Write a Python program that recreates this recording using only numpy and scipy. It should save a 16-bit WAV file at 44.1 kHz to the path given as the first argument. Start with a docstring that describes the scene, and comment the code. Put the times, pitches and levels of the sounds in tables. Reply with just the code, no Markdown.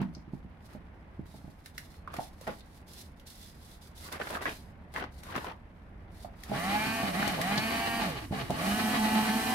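"""A large quiet storeroom, rumbling low. A small shredder head is set down on its plastic bin, which rings
with each knock. Sheets are picked up, leafed and flexed: they hiss as they slide, rustle and snap as they
bend. One trips the sensor: the motor spins up, sags and restarts, its whine and gear buzz following the
shaft speed. At last the cutters bite, the hiss rises and the low tones throb under the load."""
import sys
import numpy as np
from scipy import signal
from scipy.fft import rfft, irfft
from scipy.io import wavfile

SR = 44100
rng = np.random.default_rng(int(sys.argv[2]) if len(sys.argv) > 2 else 0)


def wav_record(signal):
    """Record a signal, one row per channel, as 16-bit PCM in the file named by sys.argv[1]."""
    frames = np.transpose(np.atleast_2d(signal))
    bounded = np.clip(frames, -1, 1)
    # unit amplitude maps onto the largest positive 16-bit level
    quanta = np.round(bounded * 32767).astype(np.int16)
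    wavfile.write(sys.argv[1], SR, quanta)


N = 420713
TIME_S = np.arange(N) / SR


def gain_of(db):
    return 10 ** (np.asarray(db) / 20)


def unit_rms(x):
    return x / np.sqrt(np.mean(x ** 2) + 1e-20)


def curve_at(points, hz):
    """A curve's value on a log-frequency axis."""
    freq_hz, value = np.transpose(points)
    return np.interp(np.log(hz + 1), np.log(freq_hz + 1), value)


def automation(points):
    return np.interp(TIME_S, *np.transpose(points))


def add(mix, start_s, sound):
    part = mix[:, round(start_s * SR):][:, :sound.shape[1]]
    part += sound[:, :part.shape[1]]


def waver(per_s):
    """Random drift, gliding to a new value per_s times a second."""
    steps = TIME_S * per_s
    count = int(steps[-1]) + 2
    return np.interp(steps, np.arange(count), rng.standard_normal(count))


def crackle(per_s, spread_db, t60_s):
    """An envelope of scattered little bursts of uneven size."""
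    sizes = gain_of(spread_db * np.minimum(rng.exponential(1, N), 3))
    bursts = sizes * (rng.random(N) < per_s / SR)
    return unit_rms(signal.lfilter([1], [1, -gain_of(-60 / t60_s / SR)], bursts))


# How alike left and right sound: freq_hz, correlation
STEREO_LIKENESS = [(60, 0.97), (150, 0.98), (300, 0.83), (640, 0.54), (1300, 0.0036), (15000, 0.01)]
def stereo_noise(colour_db, size=N):
    """Coloured noise at two microphones: alike in the bass, unrelated in the treble."""
    hz = np.fft.rfftfreq(size, 1 / SR)
    left, other = rfft(rng.standard_normal((2, size)))
    likeness = curve_at(STEREO_LIKENESS, hz)
    right = likeness * left + np.sqrt(1 - likeness ** 2) * other
    return unit_rms(irfft(np.array([left, right]) * gain_of(colour_db(hz)), size))


# Room tone EQ: freq_hz, gain_db
ROOM_EQ = [(12, -39), (20, -5.5), (81, 2.5), (110, -8.5), (182, -6.5), (422, -20), (780, -19), (849, -19.5),
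           (1220, -26.5), (1570, -26.5), (2140, -28.5), (16000, -101)]
def storeroom():
    """Distant machinery and air: a low rumble that swells, thinning out toward the treble."""
    return gain_of(-50.5 + 1.2 * waver(3)) * stereo_noise(lambda f: curve_at(ROOM_EQ, f))


# The bin's low body and its upper ring: pitch_hz, gain_db, t60_s
BIN_BODY = [(159.6, 2, 0.33), (198.2, 12, 0.15), (257, 3.5, 0.21), (295, -6, 0.42)]
BIN_RING = [(433, -6, 0.14), (578, 1, 0.028), (661, 0, 0.12), (798, -1, 0.096)]
# Knocks and motor jolts; a resting hand shortens the decay: start_s, level_db, ring_gain_db, decay_factor
BIN_KNOCKS = [(0.0, -30, -0.5, 0.7), (0.015, -26.5, -27, 1.3), (0.168, -37.5, -1, 0.38),
              (0.278, -41, -15, 0.4), (0.334, -29, -4, 0.33), (0.447, -40, -30, 0.56),
              (0.749, -39.5, 3, 0.7), (1.193, -29.5, -12, 0.27), (1.342, -43.5, 8, 0.45),
              (1.443, -42.5, 1, 0.57), (1.478, -39.5, 2.5, 0.36), (2.185, -31.5, -13, 0.2),
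              (2.474, -37.5, 14, 1.2), (5.363, -33.5, 2, 0.3), (6.245, -48, -7, 0.81),
              (6.496, -34.5, 2, 1.5), (6.515, -34.5, 17, 0.87), (6.869, -30, -14, 0.69),
              (7.03, -29, 6, 0.61), (7.22, -30.5, 12, 0.51), (7.272, -27, 13, 0.33),
              (7.386, -34.5, 19, 0.39), (7.578, -27.5, 1, 0.69), (8.309, -26.5, -3.5, 0.37),
              (8.324, -33, 12, 1.27), (8.499, -27, 11.5, 0.57)]
def bin_knocks():
    """Each blow rings the plastic bin's modes, tuned a little differently every time."""
    out, t = np.zeros((2, N)), np.arange(SR // 3) / SR
    for start_s, level_db, ring_gain_db, decay_factor in BIN_KNOCKS:
        knock = 0
        for modes, part_db in ((BIN_BODY, level_db), (BIN_RING, level_db + ring_gain_db)):
            for hz, mode_db, t60_s in modes:
                detune, lag = rng.uniform(-1.43, 1, 2)
                phase = 2 * np.pi * hz * (1 + 0.0597 * detune) * t + [[0], [lag * hz / 700]]
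                envelope = gain_of(part_db + mode_db - 9.5 - 60 * t / (t60_s * decay_factor))
                knock = knock + envelope * np.sin(phase)
        add(out, start_s, knock * np.minimum(t / 0.0022, 1))
    return out


def strokes(cues, attack_s, release_db_per_s, floor_db):
    """Envelope of hand movements: each rises quickly, drifts between two levels and dies away."""
    power = gain_of(2 * floor_db)
    for start_s, length_s, start_db, end_db in cues:
        t = TIME_S - start_s
        db = np.interp(t, [0, length_s], [start_db, end_db])
        db -= release_db_per_s * np.maximum(t - length_s, 0)
        power = power + gain_of(2 * db) * np.clip(t / attack_s + 1, 0, 1) ** 4
    return np.sqrt(power)


def paper_song(bands, drift, spread_db, per_s, width_hz=300):
    """A sheet sings in narrow bands of noise that wander in pitch and come and go."""
    out = 0
    for hz, db in bands:
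        phase = 2 * np.pi * np.cumsum(hz * (1 + drift * waver(per_s / 3))) / SR
        band = [waver(width_hz) * np.sin(phase) + waver(width_hz) * np.cos(phase) for _ in range(2)]
        out = out + gain_of(db + spread_db * waver(per_s)) * np.array(band)
    return out


# Rustle EQ: freq_hz, gain_db
BEND_EQ = [(71, -46), (120, -13.5), (315, -9.5), (680, -13), (1100, -12), (1800, -15), (3000, -20.5),
           (6000, -37.5), (9000, -83)]
# Where a bending sheet sings: pitch_hz, gain_db
BEND_BANDS = [(650, -12), (1050, -11), (1500, -11), (1950, -13)]
# Bend cues: start_s, length_s, start_db, end_db
BEND_CUES = [(0.0, 0.0043, -68, -41), (0.69, 0.041, -60, -59), (2.075, 0.04, -55, -52),
             (2.135, 0.1, -43, -58), (2.40, 0.055, -62, -54), (2.47, 0.0083, -34, -35.5),
             (4.0, 0.088, -60, -46.5), (4.12, 0.032, -43, -40.5), (4.195, 0.019, -45, -36.5),
             (4.25, 0.022, -51, -41.5), (4.302, 0.09, -35.5, -43), (4.41, 0.042, -39, -43),
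             (4.455, 0.037, -32.5, -37.5), (4.94, 0.036, -45, -36.5), (4.99, 0.042, -41.5, -38.5),
             (5.23, 0.12, -57.5, -39), (5.355, 0.021, -33, -35.5), (5.41, 0.083, -45, -42.5),
             (6.3, 0.27, -73, -40.5)]
def paper_bends():
    """A bending sheet buckles with a lumpy, crackling rustle."""
    envelope = strokes(BEND_CUES, attack_s=0.004, release_db_per_s=309, floor_db=-66)
    rustle = stereo_noise(lambda f: curve_at(BEND_EQ, f)) * (0.55 + 0.45 * crackle(240, 4, 0.018))
    buckle = paper_song(BEND_BANDS, drift=0.07, spread_db=4.5, per_s=45)
    return envelope * gain_of(1.15 * waver(55)) * (rustle + buckle)


# Paper snaps and small clicks: start_s, level_db, pitch_hz, edge_gain_db
SNAP_CUES = [(0.014, -34, 890, -16), (0.149, -46.5, 4900, -26), (1.659, -44.5, 1880, 1.5),
             (1.779, -35.5, 1810, -0.5), (2.0748, -33.5, 1150, -27), (2.139, -31.5, 680, -10.5),
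             (2.139, -37, 1190, -19), (2.166, -40, 1900, -2.5), (2.186, -28, 714, -32),
             (2.192, -29, 700, -30), (2.411, -42.5, 530, -5), (2.474, -38, 676, -7),
             (2.489, -27.5, 554, -34), (2.607, -50, 3700, -20), (3.197, -55.5, 2950, 2),
             (4.124, -45, 1460, 10.5), (4.147, -41, 1100, -25), (4.154, -41, 1750, -25),
             (4.198, -25, 545, -32), (4.214, -31.5, 1650, -22), (4.27, -33, 1500, -20),
             (4.304, -32, 620, -8), (4.338, -32, 707, -30), (4.351, -29.5, 1440, -24),
             (4.369, -28.5, 1170, -32), (4.414, -35.5, 715, -23), (4.422, -37, 1900, -20),
             (4.455, -27, 1640, -22), (4.466, -30.5, 2030, -28), (4.492, -31.5, 2450, -16),
             (4.939, -52, 1100, 7), (4.961, -25.5, 1780, -27), (5.234, -50, 2000, 5.5),
             (5.287, -44, 1200, -17), (5.316, -46, 1220, -20), (5.361, -28, 990, -10.5),
             (5.375, -41, 610, -19), (5.443, -30, 1010, -22), (5.483, -36.5, 790, -20),
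             (5.512, -35.5, 930, -23), (6.246, -31.5, 690, -27), (6.435, -46.5, 1890, 6),
             (7.227, -25, 1530, -15), (7.277, -30.5, 2080, 1), (7.414, -29.5, 1920, 0),
             (7.578, -23.5, 4180, -19), (8.504, -22, 736, -13.5)]
def paper_snaps():
    """Each snap is a short ring at one pitch, a puff of noise around it and a quick bright edge."""
    size = 4096
    out, t = np.zeros((2, N)), np.arange(size) / SR
    for start_s, level_db, hz, edge_db in SNAP_CUES:
        lag = rng.uniform(-0.7, 0.7) * min(hz / 600, np.pi)
        t60_s = np.clip(35 / hz, 0.012, 0.05)  # higher rings die sooner
        ring = np.sin(2 * np.pi * hz * t + [[0], [lag]]) * gain_of(-60 * t / t60_s)
        puff = stereo_noise(lambda f: -20 * np.log10(1 + (2.5 * (f / hz - hz / (f + 1))) ** 2), size)
        puff *= gain_of(7 - 60 * t / 0.03)
        edge = stereo_noise(lambda f: curve_at(SLIDE_EQ, f) - 0.31 * np.log2(1 + f / 4000), size)
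        edge *= gain_of(edge_db + 6 - 60 * t / 0.012) + gain_of(edge_db - 0.5 - 60 * t / 0.061)
        edge *= np.minimum(t / 0.0016, 1)
        attack = np.sin(np.pi / 2 * np.minimum(t * hz / 2.4, 1)) ** 2  # builds over 2.4 cycles
        add(out, start_s, gain_of(level_db - 5.5) * ((ring + puff) * attack + edge))
    return out


# Paper hiss EQ, also the edge of a snap: freq_hz, gain_db
SLIDE_EQ = [(1180, -22), (2000, -9), (2440, -14), (2640, -10.5), (3610, -4.5), (4860, -5.5), (7190, -10.5),
            (11300, -8), (16000, -18)]
# Where a sliding sheet sings: pitch_hz, gain_db
SLIDE_BANDS = [(3650, -13), (4150, -14), (4950, -13)]
# Slide cues: start_s, length_s, start_db, end_db
SLIDE_CUES = [(0.142, .01, -59, -80), (0.33, 0.013, -64, -61), (0.58, 0.078, -80, -54),
              (0.70, 0.048, -57, -58.5), (1.265, 0.11, -56, -53), (1.40, 0.26, -60.5, -66),
              (1.65, .015, -56, -50), (1.75, 0.027, -53, -56), (1.82, 0.15, -56, -55.5),
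              (2.125, 0.037, -56, -50), (2.20, 0.045, -50, -41.5), (2.31, 0.096, -67, -58),
              (2.415, 0.18, -49.5, -54), (2.645, 0.14, -61, -55), (2.875, 0.14, -50, -43),
              (3.01, 0.046, -63, -50.5), (3.17, 0.016, -61, -63), (3.27, 0.23, -44, -48.5),
              (3.48, 0.18, -60, -53), (3.62, 0.13, -53, -48.5), (3.82, 0.057, -48.5, -51.5),
              (3.96, 0.11, -46, -41), (4.12, 0.033, -43, -48), (4.20, 0.15, -47, -40),
              (4.42, 0.15, -43.5, -46.5), (4.59, .11, -52, -62.5), (4.93, 0.052, -56, -43),
              (5.12, 0.087, -60, -52), (5.23, 0.087, -51.5, -47.5), (5.355, 0.093, -50, -44),
              (6.12, 0.11, -61.5, -47.5), (6.37, 0.14, -60, -47.5)]
def paper_slides():
    """A sliding sheet gives a fine, grainy hiss with a rasp in it."""
    envelope = strokes(SLIDE_CUES, attack_s=0.02, release_db_per_s=302, floor_db=-73)
    hiss = stereo_noise(lambda f: curve_at(SLIDE_EQ, f))
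    rasp = paper_song(SLIDE_BANDS, drift=0.04, spread_db=4, per_s=12)
    grain = 0.29 + 0.12 * crackle(77, 1, 0.05)
    return envelope * gain_of(0.84 * waver(50)) * (hiss + rasp) * grain


# The sensor switches the motor; a goal near zero is power off: start_s, goal_hz, time_constant_s
POWER_CUES = [(6.491, 231.5, 0.15), (7.023, 1, 0.32), (7.125, 235, 0.13), (7.275, -1, 0.32),
              (7.392, 231.5, .12), (8.005, 0, .25), (8.31, 200, .09), (8.39, 0, .22), (8.493, 239, 0.15),
              (8.766, 217, 0.14), (9.262, 224, 0.17)]
def shaft_speed():
    """The shaft glides toward each goal. Returns its speed and a 0-to-1 fade into coasting."""
    from_hz = 94.57
    shaft_hz, power_off = np.full(N, from_hz), np.zeros(N)
    ends_s = [cue[0] for cue in POWER_CUES[1:]] + [N / SR]
    for (start_s, goal_hz, lag_s), end_s in zip(POWER_CUES, ends_s):
        after = TIME_S >= start_s
        shaft_hz[after] = goal_hz + (from_hz - goal_hz) * np.exp(-(TIME_S[after] - start_s) / lag_s)
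        power_off[after] = goal_hz < 20
        from_hz = goal_hz + (from_hz - goal_hz) * np.exp(-(end_s - start_s) / lag_s)
    pole = np.exp(-1 / (0.015 * SR))  # the power fades over about 15 ms
    return shaft_hz, signal.lfilter([1 - pole], [1, -pole], power_off)


# Peaks and dips of the housing: centre_hz, width_hz, gain_db
HOUSING_EQ = [(193, 95, -2.5), (685, 43, 13), (843, 61, 18), (1142, 200, 17), (1860, 1050, 17.5),
              (2456, 170, 12), (2560, 210, -7), (2985, 530, 13.5), (3880, 280, 11), (4480, 880, 17)]
def housing_db(hz):
    """The housing's resonances colour whatever passes through them."""
    return sum(db / (1 + (2 * (hz - centre) / width) ** 2) for centre, width, db in HOUSING_EQ)


def shaft_partials(partials, base_db, shaft_hz, turns, smear):
    """Tones at multiples of the shaft speed, coloured by the housing; higher ones are fuzzier."""
    out = 0
    for multiple, db in partials:
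        level = gain_of(base_db + db + housing_db(multiple * shaft_hz) + 2.5 * waver(25))
        level *= (shaft_hz / 225) ** (0.3 * np.clip(multiple - 4, 0, 5))  # duller as the shaft slows
        # the paths to the two microphones differ
        lag = 0.73 * np.arccos(curve_at(STEREO_LIKENESS, multiple * 215)) + 0.46 * waver(9)
        fuzz = min(0.018 * multiple ** 1.8, 1) + 0.22 * np.clip(multiple - 14, 0, 15)
        phase = 2 * np.pi * (multiple * turns + rng.random()) + fuzz * smear * waver(120)
        out = out + level * np.array([np.sin(phase), np.sin(phase + lag)])
    return out


# Fader ride on the whine while cutting: time_s, gain_db
WHINE_RIDE = [(8.6, 0), (8.75, -6), (8.95, -5), (9.1, 6.5), (9.3, 0.5)]
def motor_whine(level_db, bite, shaft_hz, turns, smear):
    """A whine two octaves above the shaft tone, dipping and swelling under load."""
    base_db = level_db + bite * automation(WHINE_RIDE) - housing_db(4 * shaft_hz)
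    return shaft_partials([(4, 3)], base_db, shaft_hz, turns, smear)


# Hum tones: pitch_hz, level_db
HUM_TONES = [(100, -53.5), (150, -51)]
def mains_hum():
    """The windings hum at harmonics of the mains, wavering in level and phase."""
    return sum(gain_of(db + 3.5 * waver(32)) * np.sin(2 * np.pi * hz * TIME_S + 0.45 * waver(20))
               for hz, db in HUM_TONES)


# Gear tones: shaft_multiple, gain_db
MESH_PARTIALS = [(.46, -1.5), (1.142, 8.5), (1.43, 0.5), (3.425, 5.5), (4.567, -8.5)]
def gear_mesh(level_db, shaft_hz, turns, smear):
    """Meshing teeth sing at fractional multiples of the shaft speed."""
    return shaft_partials(MESH_PARTIALS, level_db - housing_db(3.425 * shaft_hz), shaft_hz, turns, smear)


# Buzz harmonics: shaft_multiple, gain_db, load_change_db
BUZZ_PARTIALS = [(2, -19.5, 4.5), (3, -19, -1.5), (5, -32.5, -2), (6, -28.5, 2.5), (7, -23, -1),
                 (8, -23.5, -1.5), (9, -33.5, 6), (10, -23.5, -12), (11, -21.5, -7), (12, -22.5, -3.5),
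                 (13, -27, -2), (14, -31.5, 1.5), (15, -30, 4), (18, -34.5, -0.5), (20, -29, -3),
                 (60, -19, 1)]
def shaft_buzz(level_db, bite, shaft_hz, turns, smear):
    """The shaft buzzes in whole harmonics whose balance shifts under load."""
    partials = [(multiple, db + load_db * bite) for multiple, db, load_db in BUZZ_PARTIALS]
    return shaft_partials(partials, level_db, shaft_hz, turns, smear)


# Grind EQ, ahead of the housing: freq_hz, gain_db
GRIND_EQ = [(35, -17), (60, -3.5), (156, -1.5), (257, 6), (360, -3), (581, -7.5), (681, -2.5), (994, -10),
            (2910, -12.5), (7000, -23.5), (9100, -94), (15400, -120)]
def gear_grind(level_db):
    """The gears rub with a gritty noise, heard through the housing."""
    grind = stereo_noise(lambda f: curve_at(GRIND_EQ, f) + 0.55 * housing_db(f))
    return gain_of(level_db - 2.5 + 2 * waver(40)) * grind * (0.97 + 0.3 * crackle(600, 3, 0.022))


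# Brush and cutter EQ: freq_hz, gain_db
CUTTER_EQ = [(2940, -73), (5000, 0), (5380, -1), (7170, -4.5), (8460, 0), (11700, -2), (14800, -5.5),
             (16000, -17)]
def cutter_hiss(level_db):
    """Brushes and cutters add a bright, grainy hiss."""
    hiss = stereo_noise(lambda f: curve_at(CUTTER_EQ, f))
    return gain_of(level_db + 0.3 * waver(30)) * hiss * (0.83 + 0.2 * crackle(700, 2.2, 0.022))


# Motor mix by speed: shaft_hz, shaft_db, whine_db, mesh_db, grind_db, hiss_db
MOTOR_MIX = [(70, -56, -68, -62, -58, -62), (87, -54, -65, -60, -48, -57), (106, -50, -62, -60, -42.5, -55),
             (132, -44, -60, -60, -38, -53), (160, -39.5, -44, -55, -37, -48),
             (190, -36, -40, -56, -34, -46), (217, -37, -36, -58, -33.5, -46),
             (226, -44, -50, -50, -34.5, -45), (232, -45, -48, -43, -34.5, -46)]
# Trims for coasting and for cutting: shaft_db, whine_db, mesh_db, grind_db, hiss_db
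COAST_TRIMS = [-2, -1.5, 5, 0.5, -0.5]
CUT_TRIMS = [6, -1.5, 13.5, 0.5, 4]
BITE_S, BITE_RISE_S = 8.58, 0.097  # the cutters take the sheet
THROB_HZ, THROB_DIP_S, THROB_DEPTH = 6.14, 9.265, 0.57  # under load, shaft tone and whine sink on a beat
def motor():
    """Tones locked to the shaft, with grind and hiss pulsing each turn; speed and load set the mix."""
    shaft_hz, coasting = shaft_speed()
    bite = np.clip((TIME_S - BITE_S) / BITE_RISE_S, 0, 1)
    speeds_hz, *faders = np.transpose(MOTOR_MIX)
    shaft_db, whine_db, mesh_db, grind_db, hiss_db = [
        np.interp(shaft_hz, speeds_hz, db) + coast_db * coasting + cut_db * bite
        for db, coast_db, cut_db in zip(faders, COAST_TRIMS, CUT_TRIMS)]
    turns = np.cumsum(shaft_hz * (1 + 0.00274 * waver(60))) / SR
    smear = 0.8 - 0.1 * bite  # the tones tighten a little while cutting
    shaft = gain_of(shaft_db + 2.5 + 3 * waver(30)) * np.sin(2 * np.pi * turns + 0.55 * waver(45))
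    whine = motor_whine(whine_db, bite, shaft_hz, turns, smear)
    throb = 1 - THROB_DEPTH * bite * np.cos(np.pi * THROB_HZ * (TIME_S - THROB_DIP_S)) ** 4
    hum = mains_hum() * (1 - coasting)
    mesh = gear_mesh(mesh_db, shaft_hz, turns, smear)
    buzz = shaft_buzz(grind_db - 2.17 - 10 * coasting, bite, shaft_hz, turns, smear)
    rub = (gear_grind(grind_db) + cutter_hiss(hiss_db)) * (1 + 0.031 * np.cos(2 * np.pi * turns))
    fade_in = np.clip((TIME_S - POWER_CUES[0][0]) / 0.048, 0, 1)
    return ((shaft + whine) * throb + hum + mesh + buzz + rub) * fade_in


def room_reverb(sound, t60_s=0.22, predelay_s=0.004):
    """Boxes and far walls return a short diffuse tail, different for each ear."""
    t = np.arange(SR // 2) / SR
    tail = rng.standard_normal((2, len(t))) * gain_of(-60 * t / t60_s) * (t > predelay_s)
    return signal.fftconvolve(sound, tail / np.linalg.norm(tail[0]), axes=1)[:, :N]


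# Pan of the hands at work: time_s, right_minus_left_db
HANDLING_PAN = [(0, 0.5), (2.2, 1), (3.3, 1), (4.2, 0.5), (5.2, -3), (5.8, -1)]
def scene():
    """Panned handling and the motor over the room tone; only knocks and snaps feed the reverb."""
    pan_db = automation(HANDLING_PAN)
    hits = bin_knocks() + paper_snaps()
    handling = (hits + paper_bends() + paper_slides()) * gain_of([-pan_db / 2, pan_db / 2])
    return storeroom() + handling + gain_of(-5.5) * room_reverb(hits) + motor()


# Microphone balance: freq_hz, left_minus_right_db
MIC_BALANCE = [(60, -1), (180, -3), (550, -1), (1650, 0.0), (4970, -1.5), (15000, -1.5)]
def record(dry, cutoff_hz=15850):
    """The right microphone is a little more sensitive; a steep low-pass trims the very top."""
    lean_db = curve_at(MIC_BALANCE, np.fft.rfftfreq(N, 1 / SR)) / 2
    leaning = irfft(rfft(dry) * gain_of([lean_db, -lean_db]), N)
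    lowpass = signal.firwin(511, cutoff_hz, window=("kaiser", 9), fs=SR)
    return signal.oaconvolve(leaning, lowpass[None], "same")


dry = scene()
out = record(dry)
wav_record(out)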